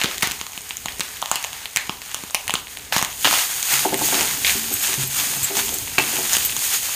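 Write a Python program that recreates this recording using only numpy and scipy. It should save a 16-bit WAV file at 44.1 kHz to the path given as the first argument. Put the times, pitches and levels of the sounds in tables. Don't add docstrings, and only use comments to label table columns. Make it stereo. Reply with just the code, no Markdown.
import sys
import numpy as np
from scipy import signal
from scipy.fft import rfft, irfft
from scipy.io import wavfile
from scipy.ndimage import uniform_filter1d

SR = 44100
rng = np.random.default_rng(int(sys.argv[2]) if len(sys.argv) > 2 else 0)


def ratio_of_db(decibels):
    return 10 ** (np.asarray(decibels, float) / 20)


def to_wav(s):
    ch = np.atleast_2d(s).T
    pcm = np.round(np.clip(ch, -1, 1) * 32767)
    wavfile.write(sys.argv[1], SR, pcm.astype(np.int16))


N = 306495
TIME = np.arange(N) / SR
SIDES = np.array([[1], [-1]])

# t/s, fine sizzle level/dB, coarse sputter level/dB
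SIMMER = [(0.0, -35.5, -51), (0.4, -38, -43), (1.25, -37.5, -40), (1.9, -38.5, -39.5), (2.6, -37.5, -45.5),
          (2.899, -40, -42), (3.15, -37.5, -47), (3.6, -30, -35), (4.0, -32.5, -37), (4.4, -30.5, -40),
          (4.78, -28, -33), (5.11, -29.5, -39), (5.5, -30.5, -35.5), (5.96, -31.5, -37.5),
          (6.12, -23.5, -30), (6.28, -25, -31.5), (6.52, -28, -36), (6.95, -26, -35)]
# peak t/s, fine level/dB, coarse level/dB, rise/(s per 10 dB), fall/(s per 10 dB)
SWELLS = [(0.05, -34.5, -25, 0.3, 0.16), (1.335, -38, -30.5, .03, 0.1), (2.984, -22, -20.5, -0.02, 0.02),
          (3.235, -27.5, -47, 0.06, 0.1), (3.331, -17, -17.5, 0.07, 0.17),
          (3.742, -17.5, -19, 0.1134, 0.12), (3.86, -35, -29, 0, -0.2), (3.944, -28, -24.5, .04, -0.6),
          (4.066, -20.5, -44, 0.09, 0.28), (4.159, -21.5, -20.5, 0.09, 0.26),
          (4.475, -18.5, -20.5, 0.05, 0.18), (4.565, -15, -34, -0.16, -0.2), (4.74, -27, -37, -0.18, -0.07),
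          (4.834, -22.5, -29, 0.07, 0.06), (4.915, -21.5, -24, 0.12, 0.1), (5.0, -27, -33, 0.2, 0.06),
          (5.205, -22.5, -25, 0.11, 0.1), (5.29, -30, -50, 0, 0.2), (5.349, -19, -34, -0.3, -0.18),
          (5.45, -25.5, -42, 0.27, -1), (5.589, -21, -22.5, 0.07, 0.05), (5.662, -25.5, -44, 0.16, .35),
          (6.349, -20, -22.5, 0.07, .1), (6.465, -26, -44, 0.2, 0), (6.66, -24, -35, 0.12, 0.14),
          (6.73, -23, -28.5, 0.14, 0.1)]
# t/s, fine level/dB, coarse level/dB, fall/(s per 10 dB)
SPATTERS = [(0.227, -29, -19, 0.1146), (2.924, -25, -19, 0.13), (3.246, -22.5, -17, 0.2),
            (5.982, -26, -23, 0.09)]
# f/Hz, density level/dB (per Hz)
FINE_SPECTRUM = [(1470, -19.5), (2500, -6.5), (2680, -6.5), (3230, -5), (3950, -7), (4580, -5.5),
                 (5740, -8), (6650, 2), (7470, -4), (9220, -1.5), (11100, -9), (12400, -2), (13700, -7),
                 (14900, -2), (16000, -37)]
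# f/Hz, density level/dB (per Hz)
COARSE_SPECTRUM = [(180, -53), (300, -18), (598, -14), (758, -4.5), (1020, -5), (1420, -3), (1650, -0.5),
                   (1890, -0.5), (2970, -3), (6000, -5.5), (7800, -8.5), (13200, -120)]
# t/s, crack level/dB, body level/dB, snap level/dB, left minus right level/dB
POPS = [(0.015, 9.5, -2.5, -20, 2), (0.0366, 6, -5, 8.5, -6), (0.043, 11.5, 3, -22, 2),
        (0.0583, 0, -6.5, -20, -18), (0.1128, -4, -5, -4, 0), (0.1813, -2.5, -13, -3, 10),
        (0.2095, -8, -15, -2, 1), (0.224, 7.5, -5, 9.5, 10), (0.2306, 4.5, 2, 6, -14.5),
        (0.263, -4, -14, -18, 3), (0.2727, 1, -5, 3, 6), (0.3119, 1, -4.5, 1, -1),
        (0.3182, -7, -23, 1.5, 17), (0.391, -16, -13, -4, 2), (0.413, 0.5, -3.5, 1.5, 3),
        (0.4665, -4.5, -9, -4, 3), (0.577, -2, -10, -1.5, 0), (0.708, -1, -7.5, -12, 4),
        (0.7696, -16, -32, -1, 13.5), (0.8583, 1.5, 0.5, 0, 4), (0.884, -1.5, -13, -4.5, -1),
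        (0.996, -4, -14, 0, -7), (1.0065, 2, -2, 4.5, 9), (1.0108, 3.5, -11, -17, -2),
        (1.218, -5, -7, -2, 12), (1.226, 2, 5.5, -2, 1.5), (1.2586, 0.5, -5, -2, 2),
        (1.3145, 9, 11.5, 13, -4), (1.357, 4.5, -6, 9, 12), (1.4273, -13.5, -16, -1.5, 2),
        (1.4413, -1, -16, 2.5, 4), (1.4463, 0, -3.5, 1, 0), (1.5307, -9.5, -13, -7.5, 14),
        (1.657, -3.5, -15, -8, 12.5), (1.7613, 10, 0, 12.5, -6), (1.771, 13, 1.5, 10.5, -0.5),
        (1.8949, 4, 3.5, -2, 2.5), (2.0178, -5.5, -15, -5, 3), (2.115, -9, -25, -4.5, 3),
        (2.145, 2.5, -0.5, 6.5, 7.5), (2.2372, -7, -8, -7, 0.5), (2.2992, -12, -15, -17, 1),
        (2.3465, 12.5, 6.5, 15, -2), (2.3509, 4.5, -6, -9, 4), (2.4794, -0.5, -13, 3, 10),
        (2.4954, 5, 4.5, 3, -2), (2.5065, 3.5, -27, -4, 5), (2.539, 8, 7, 13.5, 6),
        (2.5541, 7.5, -2.5, -6, -4), (2.7719, -4, -15, -6, 2), (2.9246, -6, 8, -10, 0),
        (2.964, 12, 11.5, 11, -6), (2.9708, -6, -12, 0, 2), (2.9813, 3, -17, 2, 14),
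        (2.992, -9, -1, -1, -5), (3.0143, 4, -3, -14, 6), (3.0262, 4, 10, 10.5, -1), (3.048, 1, -20, 4, 7),
        (3.2461, 18.5, 12, 13.5, 7), (3.2538, 13, 11, -1, 2), (3.273, 9, 7, -3, -6), (3.311, 9, 6.5, 4, -5),
        (3.3285, -13, 6, 7, 7), (3.339, 10, 7, -8, -4), (3.343, -7, -6, 3, 3), (3.3758, -1, -1, -2, -1),
        (3.3934, 3.5, -8, -6, 0), (3.628, 2, -9, 6.5, 6), (3.739, 4, -19, 12, 15),
        (3.7927, 0.5, -1.5, -9, -4), (3.943, 4.5, -3, 6, 9), (4.0872, -11, -2.5, 3.5, -1),
        (4.144, 6, 3, 0, -8), (4.2093, 10.5, 2, 15.5, 10), (4.311, -2, -10, -10, 7),
        (4.4475, 7, -21, -13, 18), (4.468, 10, -13, -16, 1.5), (4.4785, 4, -14, 2, 20),
        (4.4959, 6, -20, -10, 13), (4.9314, 3, -11.5, 3, -7), (4.9409, 1, -4, 8, -4),
        (5.0353, -3, -18, 1.5, 1), (5.2001, -2, -20, -7, -6), (5.3376, -5, -7, -7, -1),
        (5.554, -1, -7, -5, -9), (5.5692, -1.5, -3, 8, -21), (5.692, -2, -6.5, 0, 4.5),
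        (5.786, -23, -21.5, 4, 5), (5.8796, -6, -27.5, -11, 0.5), (5.983, 8.5, 10, 0, -4),
        (5.9869, 9.5, -8, 9.5, 6), (6.3257, -10, -17, 7, 10), (6.3323, -7, -1.5, 16, 12),
        (6.352, 4.5, -15, -3, -1), (6.3679, 9.5, 4, 13, -0.5), (6.566, -1, -4.5, 1, 11)]
# f/Hz, width/Hz, left-right unlikeness/1
POP_BANDS = [(2695, 2800, 1), (246, 516, 0.28), (1000, 1080, 0.29), (8840, 9000, 1)]
# f/Hz, width/Hz, level/dB
PORT = (6550, 700, 9)
# t/s, thud level/dB
THUMPS = [(0.043, 5.5), (0.2306, 1.5), (0.2728, -5.5), (0.5766, -13), (0.8584, -7.5), (0.9955, -5.5),
          (1.0064, -6), (1.358, -10.5), (1.7613, -9), (1.8945, 0), (2.2366, -7.5), (2.539, 1), (2.964, 5),
          (3.0264, 1), (3.943, -4), (5.0353, -9), (5.9871, -7), (6.566, -8)]
# t/s, level/dB, contact/ms, stand mode level/dB, bowl mode level/dB
KNOCKS = [(3.246, -31, 0.27, -25, -39), (3.727, -45, 1.2, -37, -40), (3.85, -22.5, 1.12, -46, -33),
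          (3.924, -23, 1.52, -48, -23), (4.013, -28.5, 1.1, -53, -46), (4.123, -27.5, .8, -47, -43),
          (4.144, -36, 0.92, -53, -25), (4.171, -31, 1.5, -46, -40), (4.191, -35, 1.1, -49, -32.5),
          (4.21, -31, 1.4, -55, -38), (4.546, -33.5, 2.1, -55, -28.5), (4.708, -34, 1.7, -52, -35),
          (4.884, -36, 1.1, -54, -41), (4.976, -36, 2.3, -30.5, -32), (5.041, -43.5, 1.3, -41, -41),
          (5.325, -42, 1.2, -40.5, -38), (5.503, -33, 1.4, -55, -43), (5.569, -32.5, 1.6, -55, -38),
          (5.72, -34, 1.74, -44, -39), (5.981, -27.5, 0.22, -49, -36.5), (6.128, -30.5, 1.55, -45.5, -45),
          (6.184, -32, 1.1, -50, -36.5)]
# t/s, level/dB
SCRAPE = [(2.9, -55), (3.14, -60), (3.69, -69), (3.81, -46), (4.03, -39.5), (4.07, -40), (4.28, -45),
          (4.53, -42), (5.02, -55), (5.38, -40), (5.55, -51), (5.69, -47), (5.83, -48), (6.01, -42),
          (6.15, -43), (6.23, -46), (6.4, -55), (6.6, -48)]
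# f/Hz, level/dB, T60/s after a blow
PAN_MODES = [(133, -1.5, 0.53), (225, -2, 0.28), (281.5, -1.5, 0.28), (312.2, -6, 0.29), (369, -2, 0.14),
             (397, -4, 0.21), (451, -7, 0.15), (552, -2, 0.048), (663, -3.5, 0.072), (740, -3, 0.092),
             (795, -8, 0.27), (875, 2, 0.092), (975, -10.5, 0.14), (1085, -0.5, 0.045), (1576, 7, 0.037),
             (1930, 0, 0.033), (2280, 0, .11), (2390, 7, 0.018), (2655, 2, .06)]
# start t/s, length/s, f/Hz, level/dB
HELD_TONES = [(2.75, 0.17, 300, -53), (4.545, 0.16, 225, -37.5), (4.735, .035, 12230, -33),
              (5.345, 0.1, 133, -39), (5.428, 0.032, 7630, -13.5), (5.498, 0.165, 397, -31)]
# t/s, level/dB, ring f/Hz
CLINKS = [(3.7259, -20, 12900), (3.7259, -19, 14600), (3.9749, -17, 12900), (4.727, -17, 12900),
          (4.728, -25, 12230), (4.7394, -16.5, 12230), (4.74, -25, 8030), (4.829, -12, 12900),
          (5.0749, -23, 12230), (5.365, -23, 12900), (5.4314, -17, 12900), (5.4314, -26, 7630),
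          (5.445, -13, 12900), (5.445, -27, 7630), (5.7414, -15, 12900), (5.7414, -32, 8030),
          (6.4492, -17, 12900), (6.4492, -16, 14600), (6.4574, -8, 12900)]
# f/Hz, level/dB, T60/s
BANGLES = [(12900, -1, .045), (7630, 4, .08), (8030, 5, .08), (9130, 5, .08), (12230, 6, .08),
           (14600, 7, .06)]
# t/s, level/dB
BUMPS = [(4.549, -37), (4.742, -31), (5.029, -32), (5.428, -30), (5.82, -29), (5.905, -35)]
# f/Hz, level/dB, T60/s
ROOM = [(200, -17, 0.13), (680, -9, 0.5), (1730, -5, 0.25), (3150, -5, 0.29), (7600, -2, 0.047),
        (14660, 10, 0.025)]
# f/Hz, density level/dB (per Hz)
KITCHEN_SPECTRUM = [(12, -34), (20, -10), (64, 5), (233, -8.5), (279, -3.5), (345, -16), (413, -2),
                    (520, -11.5), (721, -11.5), (1000, -18), (1300, -60), (2200, -120)]

OIL_PAN_DB = 1.5
TICK_COUNT = 140


def unit(x):
    return x / np.sqrt(np.mean(np.mean(x, axis=0) ** 2))


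def colour(x, points):
    hz, db = np.transpose(points)
    size = x.shape[-1]
    bins = np.maximum(np.arange(size // 2 + 1) * SR / size, 1)
    gain_db = np.interp(np.log(bins), np.log(hz), db)
    return irfft(rfft(x) * ratio_of_db(gain_db), size)


def ring(x, hz, width_hz):
    return signal.lfilter(*signal.iirpeak(hz, hz / width_hz, fs=SR), x)


def mode(x, hz, t60):
    radius = np.exp(-np.log(1000) / (t60 * SR))
    angle = 2 * np.pi * hz / SR
    feedback = [1, -2 * radius * np.cos(angle), radius * radius]
    return signal.lfilter([0, radius * np.sin(angle)], feedback, x)


def train(times, sizes):
    samples = (np.asarray(times) * SR).astype(int).clip(0, N - 1)
    return np.bincount(samples, sizes, N)


def walk(rate):
    hold = int(SR / rate)
    steps = np.repeat(rng.standard_normal(N // hold + 1), hold)
    return uniform_filter1d(uniform_filter1d(steps, hold), hold)[:N]


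def bubbles(rate, scatter_db, hiss, alike):
    draw = rng.random((2, N))
    spread_db = scatter_db * rng.exponential(size=N).clip(0, 5)
    size = rng.standard_normal((2, N)) * ratio_of_db(spread_db)
    clicks = size * (draw[0] < rate / SR)
    mid, side = unit(clicks) + hiss * rng.standard_normal((2, N))
    return unit(np.sqrt(1 + alike) * mid + np.sqrt(1 - alike) * side * SIDES)


def frying():
    spatter_rise_s = .002
    coarse_quicker = 0.6
    t, fine_db, coarse_db = np.transpose(SIMMER)
    fine_power = ratio_of_db(2 * np.interp(TIME, t, fine_db))
    coarse_power = ratio_of_db(2 * np.interp(TIME, t, coarse_db))
    spatters = [(*row[:-1], spatter_rise_s, row[-1]) for row in SPATTERS]
    for peak, fine_db, coarse_db, rise, fall in SWELLS + spatters:
        before = (peak - TIME) / max(rise, 1e-3)
        after = (TIME - peak) / max(fall, 1e-3)
        down_db = 10 * np.maximum(before, after)
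        fine_power = fine_power + ratio_of_db(2 * (fine_db - down_db))
        coarse_power = coarse_power + ratio_of_db(2 * (coarse_db - down_db / coarse_quicker))
    flicker = walk(30)
    fine = unit(colour(bubbles(2000., scatter_db=3.0, hiss=2.63, alike=0.017), FINE_SPECTRUM))
    coarse = unit(colour(bubbles(1200., scatter_db=1.5, hiss=1.32, alike=0.72), COARSE_SPECTRUM))
    sizzle = fine * np.sqrt(fine_power) * ratio_of_db(1.4 * flicker)
    sputter = coarse * np.sqrt(coarse_power) * ratio_of_db(2.5 * flicker)
    pan_db = OIL_PAN_DB + 3.5 * walk(10)
    return (sizzle + sputter) * ratio_of_db(SIDES * pan_db / 2)


def pops(burst_s=.00045):
    s, crack_db, body_db, snap_db, pan_db = np.vstack([ticks(), POPS]).T
    thud_db = body_db - 13.5 + 4.5 * rng.standard_normal(len(s))
    for when, db in THUMPS:
        nearest = np.abs(s[TICK_COUNT:] - when).argmin()
        thud_db[TICK_COUNT + nearest] = db
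    energy_db = crack_db, thud_db, body_db, snap_db

    steps = np.arange(400)
    decay = np.exp(-steps / (burst_s * SR))
    chance = rng.standard_normal((len(s), 3, len(steps))) * decay
    shapes = []
    for hz, width, unlike in POP_BANDS:
        burst = chance[:, :1] + unlike * chance[:, 1:]
        shapes.append(ring(ring(burst, hz, width), hz, width))
    port_hz, port_width_hz, port_db = PORT
    shapes[3] = shapes[3] + ratio_of_db(port_db) * ring(shapes[3], port_hz, port_width_hz)

    crack = 0
    for shape, db in zip(shapes, energy_db):
        size = np.sqrt(np.sum(shape.mean(axis=1) ** 2, axis=1))
        crack = crack + shape * (ratio_of_db(db) / size)[:, None, None]
    crack = crack * ratio_of_db(pan_db[:, None, None] * SIDES / 2)
    at = (s[:, None] + steps / SR).ravel()
    return np.array([train(at, crack[:, side].ravel()) for side in range(2)])


def ticks():
    quiet_db = np.array((-18, -24, -16.5))
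    s = rng.random(TICK_COUNT) * N / SR
    chance = rng.standard_normal((TICK_COUNT, 4))
    at, simmer_db, _ = np.transpose(SIMMER)
    lively_db = 0.62 * (np.interp(s, at, simmer_db) - simmer_db.min())
    level_db = quiet_db + lively_db[:, None] + 4 * chance[:, :3]
    return np.column_stack([s, level_db, OIL_PAN_DB + 5 * chance[:, 3]])


def pan():
    s, db, contact_ms, stand_db, bowl_db = np.transpose(KNOCKS)
    hz, mode_db, t60 = np.transpose(PAN_MODES)
    cycles = hz[:, None] * contact_ms / 1000
    tilt_db = 3.5 * np.log2(hz[:, None] / 330)
    contact_loss_db = 10 * np.log10(1 + cycles ** 7.1)
    drive_db = db + tilt_db - contact_loss_db
    drive_db[:2] = stand_db, bowl_db
    spot_db = 2.8 * rng.standard_normal((len(s), len(PAN_MODES))).T

    delay_s = rng.random((len(s), 4)) * .03
    size = 0.35 * rng.standard_normal((len(s), 4))
    delay_s[:, 0], size[:, 0] = 0, 1
    at = (s[:, None] + delay_s).ravel()

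    rub_s, rub_db = np.transpose(SCRAPE)
    grit = (rng.random(N) < 300. / SR) * rng.standard_normal(N)
    rub = grit * ratio_of_db(np.interp(TIME, rub_s, rub_db, -99, -99) - 3.5)
    out = 0
    for k, blow_db in enumerate(drive_db + spot_db):
        blows = train(at, (ratio_of_db(blow_db)[:, None] * size).ravel())
        sign = np.cos(np.pi * k)
        lean_db = 1.1 * sign * SIDES
        ringing = mode(blows, hz[k], t60[k]) + mode(rub, hz[k], 0.37 * t60[k])
        out = out + sign * ratio_of_db(mode_db[k] + lean_db) * ringing
    return signal.sosfilt(signal.butter(2, 100, "high", fs=SR, output="sos"), out)


def held_tones(edge_s=0.0045):
    out = 0
    for start, length, hz, db in HELD_TONES:
        held = np.clip(np.minimum(TIME - start, start + length - TIME) / edge_s, 0, 1)
        fade_db = 4.5 * ((TIME - start) / length).clip(0, 1)
        level_db = db - fade_db + 3.2 * walk(40)
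        out = out + held * ratio_of_db(level_db) * np.sin(2 * np.pi * hz * TIME)
    return out


def bangles():
    nudge_db = -36.5
    s, db, touched_hz = np.transpose(CLINKS)
    nearest = np.abs(touched_hz[:, None] - np.array(BANGLES)[:, 0]).argmin(axis=1)
    out = 0
    for k, (hz, ring_db, t60) in enumerate(BANGLES):
        touch = train(s, ratio_of_db(np.where(nearest == k, db, nudge_db) + ring_db))
        out = out + mode(touch, hz, t60) + 0.8 * mode(touch, 1.025 * hz, 0.35 * t60)
    return np.array([out, np.roll(out, -1)]) * ratio_of_db(-1.5 * SIDES)


def bumps():
    s, db = np.transpose(BUMPS)
    return mode(train(s, ratio_of_db(db)), 100.0, 0.098)


def room(x, gap_s=.004):
    t = np.arange(SR // 2) / SR
    tail = 0
    for hz, db, t60 in ROOM:
        mid, side = rng.standard_normal((2, len(t)))
        air = mid + min(hz / 950.0, 1) * side * SIDES
        tail = tail + ratio_of_db(db - 60 * t / t60) * unit(ring(air, hz, 1.38 * hz))
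    tail = tail * np.minimum(t / gap_s, 1)
    return signal.fftconvolve(x, tail, axes=1)[:, :N]


def kitchen():
    mid, side = rng.standard_normal((2, N))
    rumble = unit(colour(mid + 0.13 * side * SIDES, KITCHEN_SPECTRUM))
    return rumble * ratio_of_db(-49.5 + 4.4 * walk(7.4))


def scene():
    low = (pan() + held_tones()) * ratio_of_db(-.6 * SIDES)
    sharp = pops() + low + bangles()
    left, right = sharp + frying()
    near = np.array([left, np.roll(right, 2)])
    return near + ratio_of_db(-42) * room(sharp) + (bumps() + kitchen()) * ratio_of_db(-.8 * SIDES)


def roll_off(x):
    return signal.sosfilt(signal.butter(12, 16470, fs=SR, output="sos"), x)


def record(dry):
    dipped = dry - .5 * ring(dry, 11250.0, 770.0)
    ceiling = .88
    clipped = dipped.clip(-ceiling, ceiling)
    top = signal.ellip(10, .2, 30, 15550, fs=SR, output="sos")
    mix = signal.sosfilt(top, clipped)
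    return roll_off(mix)


dry = scene()
out = record(dry)
to_wav(out)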